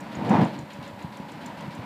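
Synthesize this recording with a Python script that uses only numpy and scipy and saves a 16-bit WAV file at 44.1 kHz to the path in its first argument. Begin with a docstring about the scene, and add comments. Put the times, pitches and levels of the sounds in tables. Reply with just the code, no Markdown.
"""In a cluttered shed a rice cleaning machine is running. Its casing drones at its resonances and
rattles briefly, a steel part of the drive is struck once a turn and ticks, and grain swishes to and
fro on the shaking sieve as a hail of tiny impacts. Early on a loud low shudder swells and dies away,
with a few jolts at its height; soft dull bumps follow. A faint hiss lies under everything."""
import sys
import numpy as np
from scipy import signal
from scipy.fft import rfft, irfft, next_fast_len
from scipy.io import wavfile
from scipy.ndimage import map_coordinates

SR = 44100
rng = np.random.default_rng(int(sys.argv[2]) if len(sys.argv) > 2 else 0)


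def master(y):
    """Save y as 16-bit WAV."""
    cut = np.clip(np.atleast_2d(y).T, -1, 1)
    pcm = np.round(cut * 32767)  # scale
    wavfile.write(sys.argv[1], SR, pcm.astype(np.int16))


N = 81585

# Spectra of the noises: f/Hz, relative spectral level/dB
HISS_SPECTRUM = [(1000, -8), (3000, -3.5), (6000, -1), (7300, 6), (9000, -0.5), (13000, 1.5), (15500, -2.5)]
DRONE_SPECTRUM = [(25, -54), (60, -19.5), (100, -11), (130, -3), (204, 1), (290, -4), (400, -14.5),
                  (495, -9), (550, -8.5), (740, -9), (1000, -10.5), (1150, -14.5), (1400, -15), (2100, -17),
                  (3000, -24), (4490, -29), (6200, -40), (9000, -45.5), (15500, -57)]
SHUDDER_BASS_SPECTRUM = [(25, -49), (60, -48), (95, -17), (118, -3.5), (145, -1.5), (175, 0), (208, 0),
                         (260, -3), (335, -3), (400, -17), (700, -26), (3000, -85)]
SHUDDER_MID_SPECTRUM = [(200, -29), (450, -2), (560, -3), (730, 3), (800, -1.5), (915, 2.5), (1100, -8),
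                        (1400, -13.5), (2100, -17.5), (3500, -27.5), (5000, -37), (8000, -47.5),
                        (15000, -64)]
LANDING_SPECTRUM = [(3000, -25), (5000, -13), (7000, 8), (12000, 3), (15000, -1)]
SLIDING_SPECTRUM = [(600, -37), (1500, 9.5), (2700, 7.5), (4300, 4), (6000, -8.5), (10000, -16),
                    (15000, -25)]
CRACK_SPECTRUM = [(2500, -41), (5000, 1), (7500, 5), (11000, -27), (15000, -8)]
# Envelope of the running noise: t/s, level/dB
DRONE_ENVELOPE = [(0, -39.5), (.2, -38.5), (.55, -43.5), (.75, -42), (1, -41), (1.12, -42.5), (1.35, -41),
                  (1.62, -41), (1.85, -40)]
# Resonances of the casing: f/Hz, bandwidth/Hz, level/dB
CASING_MODES = [(208.2, 13, -51), (288.8, 31, -52.5), (564.7, 43, -53.5), (844, 51, -54), (967, 102, -50.5)]
# Rattles of a casing panel: t/s, level/dB
PANEL_RATTLES = [(1.468, -37.5), (1.605, -36), (1.727, -42)]
# Jolts and bumps: t/s, peak level before reverberation and low cut/dB, f/Hz, T60/s
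KNOCKS = [(0.171, -23.5, 151, 0.015), (.305, -13.5, 210, 0.078), (0.33, -12.5, 285, 0.013),
          (0.351, -17.5, 207, 0.065), (0.403, -14, 180.8, 0.11), (0.59, -27.5, 113, 0.02),
          (.630, -27.5, 156, 0.027), (.787, -27, 121, 0.027), (0.929, -33.5, 107, 0.11),
          (1.045, -21.5, 134, 0.017), (1.199, -23.5, 184, 0.033), (1.678, -25.5, 156, 0.037),
          (1.742, -27.5, 211, 0.046), (1.789, -23.5, 107, 0.055)]
# Envelopes of the shudder: t/s, relative bass level/dB, relative midrange level/dB
SHUDDER_ENVELOPE = [(.14, -42, -63), (.185, -28.5, -39), (.27, -25.5, -36), (.315, -22.5, -26),
                    (0.354, -18, -24.5), (0.394, -19, -27), (0.424, -17, -29), (0.469, -29, -36.5),
                    (.52, -37.5, -45.5), (.68, -26, -48)]
# Ticks of the drive: t/s, relative level/dB, f/Hz of the main mode, extra level of that mode/dB
DRIVE_TICKS = [(.0044, -39, 6900, 0), (0.152, -46.5, 6770, 13.5), (0.294, -34.5, 7140, -4),
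               (0.4477, -43.5, 7040, 7), (.5891, -40, 7040, 6.5), (0.733, -42.5, 7040, -3),
               (.8769, -44.5, 7160, 2), (1.0241, -42.5, 6950, -2), (1.17, -39.5, 7050, -6),
               (1.3177, -41, 7100, -2), (1.4603, -34.5, 7170, 1), (1.6067, -41, 7100, -13),
               (1.7494, -40, 7300, -27)]
# Side modes of the steel part: frequency ratio to the main mode, relative level/dB, T60/s
STEEL_MODES = [(0.822, -24, 0.3), (1.11, -24, 0.01), (1.18, -10.5, 0.025), (1.34, -14, 0.023),
               (1.47, -14.5, .02), (1.64, -15, 0.03)]
# Strokes of the sieve: t/s, level/dB
SIEVE_STROKES = [(0.116, -48), (0.244, -45), (0.407, -41.5), (.533, -49), (0.697, -48.5), (0.823, -48),
                 (0.986, -51), (1.12, -49), (1.281, -51), (1.408, -48.5), (1.57, -48), (1.703, -50)]


def amp(db):
    """Amplitude ratio of a level: tenfold for every 20 dB."""
    return 10 ** (np.asarray(db) / 20)


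def decay(t, t60):
    """Exponential decay: the level falls 60 dB in t60 seconds."""
    return amp(-60 * t / t60)


def unit(x):
    """Normalisation to rms 1."""
    return x / np.sqrt(np.mean(x ** 2) + 1e-20)


def wobble(rate_hz):
    """Spline interpolation of random values, rate_hz of them a second."""
    knots = rng.standard_normal(int(N * rate_hz / SR) + 4)
    return map_coordinates(knots, [np.arange(N) * rate_hz / SR])


def filtered(x, response):
    """Linear filtering: the spectrum is multiplied by a frequency response."""
    size = next_fast_len(N + SR // 2)
    return irfft(rfft(x, size) * response(np.fft.rfftfreq(size, 1 / SR)), size)[:N]


def coloured(x, spectrum):
    """Spectral shaping, interpolated on a logarithmic frequency axis, at rms 1."""
    hz, db = np.transpose(spectrum)
    return unit(filtered(x, lambda f: amp(np.interp(np.log(f + 1), np.log(hz + 1), db))))


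def impacts(spread_db):
    """Dense tiny impacts of uneven size superpose into a rough noise."""
    return rng.standard_normal(N) * amp(spread_db * np.clip(rng.standard_normal(N), -2, 2))


def resonance(hz, width_hz):
    """Forced vibration: a resonance driven at random gives a narrow band of noise, at rms 1."""
    def response(f):
        return (1j * f * width_hz / (hz ** 2 - f * f + 1j * f * width_hz)) ** 2
    return unit(filtered(rng.standard_normal(N), response))


def in_shed(x, room_db, t60=0.18):
    """Reverberation: diffuse reflections add a decaying tail to the direct sound."""
    t = np.arange(len(x)) / SR
    tail = rng.standard_normal(len(x)) * decay(t, t60)
    return x + amp(room_db) * signal.fftconvolve(x, tail / np.linalg.norm(tail))[:len(x)]


def hiss():
    """Stationary broadband noise forms a faint background."""
    return amp(-66.5) * coloured(rng.standard_normal(N), HISS_SPECTRUM)


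def casing_drone():
    """Forced vibration: the casing rings at its resonances over the wavering noise of running."""
    level_db = np.interp(np.arange(N) / SR, *np.transpose(DRONE_ENVELOPE)) + 1.5 * wobble(rate_hz=12.8)
    running = amp(level_db) * coloured(impacts(spread_db=4.5), DRONE_SPECTRUM)
    return running + sum(amp(db) * resonance(hz, width_hz) for hz, width_hz, db in CASING_MODES)


def panel_rattles(attack_s=0.003):
    """Damped resonance: a panel of the casing is briefly excited and rings out."""
    envelope, t = np.zeros(N), np.arange(SR // 4) / SR
    for onset, db in PANEL_RATTLES:
        add(envelope, onset, amp(db) * decay(t, t60=0.2) * (1 - np.exp(-t / attack_s)))
    return envelope * resonance(hz=976, width_hz=70)


def bumps(attack_s=0.0012, low_cut_hz=98.4):
    """Heavy damping: a low oscillation that dies quickly is heard as a dull knock."""
    out, t = np.zeros(N), np.arange(SR // 4) / SR
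    for onset, db, hz, t60 in KNOCKS:
        knock = np.sin(2 * np.pi * hz * t) * decay(t, t60) * (1 - np.exp(-t / attack_s))
        add(out, onset, amp(db) * in_shed(knock / np.abs(knock).max(), room_db=-8))
    return signal.sosfilt(signal.butter(3, low_cut_hz, "high", fs=SR, output="sos"), out)


def shudder(flutter_hz=41.53, flutter_db=1, fade_in_s=0.077, fade_out_s=0.16):
    """Amplitude modulation: a rumble of dense knocks flutters as it swells and dies away."""
    t = np.arange(N) / SR
    times, bass_db, mid_db = np.transpose(SHUDDER_ENVELOPE)
    fade = np.clip((t - times[0]) / fade_in_s, 0, 1) * np.clip((times[-1] - t) / fade_out_s, 0, 1)
    flutter = amp(flutter_db * np.sin(2 * np.pi * flutter_hz * t + 0.5 * wobble(rate_hz=14.8)))
    bass = coloured(flutter * impacts(spread_db=3.5), SHUDDER_BASS_SPECTRUM)
    bass *= amp(np.interp(t, times, bass_db) - 2)
    middle = coloured(flutter * impacts(spread_db=6.5), SHUDDER_MID_SPECTRUM)
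    middle *= amp(np.interp(t, times, mid_db) + 2.5)
    climax = np.exp(-((t - 0.367) / 0.037) ** 2)  # a cavity rings at the height of the shudder
    cavity = amp(-26.5) * climax * resonance(hz=867, width_hz=185)
    return fade * (bass + middle + cavity)


def drive_ticks(attack_s=0.00078):
    """Free vibration: struck once a turn, a small steel part gives a crack and rings inharmonically."""
    out, t = np.zeros(N), np.arange(SR // 4) / SR
    for onset, db, hz, main_db in DRIVE_TICKS:
        ring = amp(main_db - 1.5) * decay(t, t60=0.022) * np.sin(2 * np.pi * hz * t)
        for ratio, mode_db, t60 in STEEL_MODES:
            envelope = amp(mode_db + rng.normal(0, 1.95)) * decay(t, t60)
            ring += envelope * np.sin(2 * np.pi * (hz * ratio * t + rng.random()))
        noise = coloured(rng.standard_normal(N), CRACK_SPECTRUM)[:len(t)]
        crack = amp(-5.5) * decay(t, t60=0.036) * noise
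        tick = (ring + crack) * (1 - np.exp(-t / attack_s))
        add(out, onset, amp(db - 3.5) * in_shed(tick, room_db=-9))
    return out


def grain_on_sieve(attack_s=0.0055, hold_s=0.0084):
    """Impact noise: each stroke throws the grain, which lands brightly, slides and comes to rest."""
    sliding_power, landing_envelope = np.zeros(N), np.zeros(N)
    for onset, db in SIEVE_STROKES:
        age = np.maximum(np.arange(N) / SR - onset, 0)
        throw = amp(db) * np.clip(age / attack_s, 0, 1)
        settling = decay(np.maximum(age - hold_s, 0), t60=0.61)
        sliding_power += (throw * settling) ** 2  # incoherent sounds add in power
        landing_envelope += throw * amp(-12) * decay(age, t60=0.06)
    sliding = np.sqrt(sliding_power) * coloured(impacts(spread_db=9.5), SLIDING_SPECTRUM)
    landing = landing_envelope * coloured(rng.standard_normal(N), LANDING_SPECTRUM)
    return sliding + landing


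def scene():
    """Superposition: the pressures of all sources add at one point."""
    machine = casing_drone() + panel_rattles() + grain_on_sieve() + drive_ticks()
    return (machine + shudder() + bumps() + hiss())[None]


def record(dry):
    """Band limiting: an ideal low-pass filter passes nothing above its cutoff."""
    cutoff_hz = 15480
    return np.array([filtered(channel, lambda f: f < cutoff_hz) for channel in dry])


def add(out, onset, sound):
    """Superposition of a sound from its onset, in seconds."""
    i = max(0, round(onset * SR))
    out[i:i + len(sound)] += sound[:max(0, N - i)]


dry = scene()
out = record(dry)
master(out)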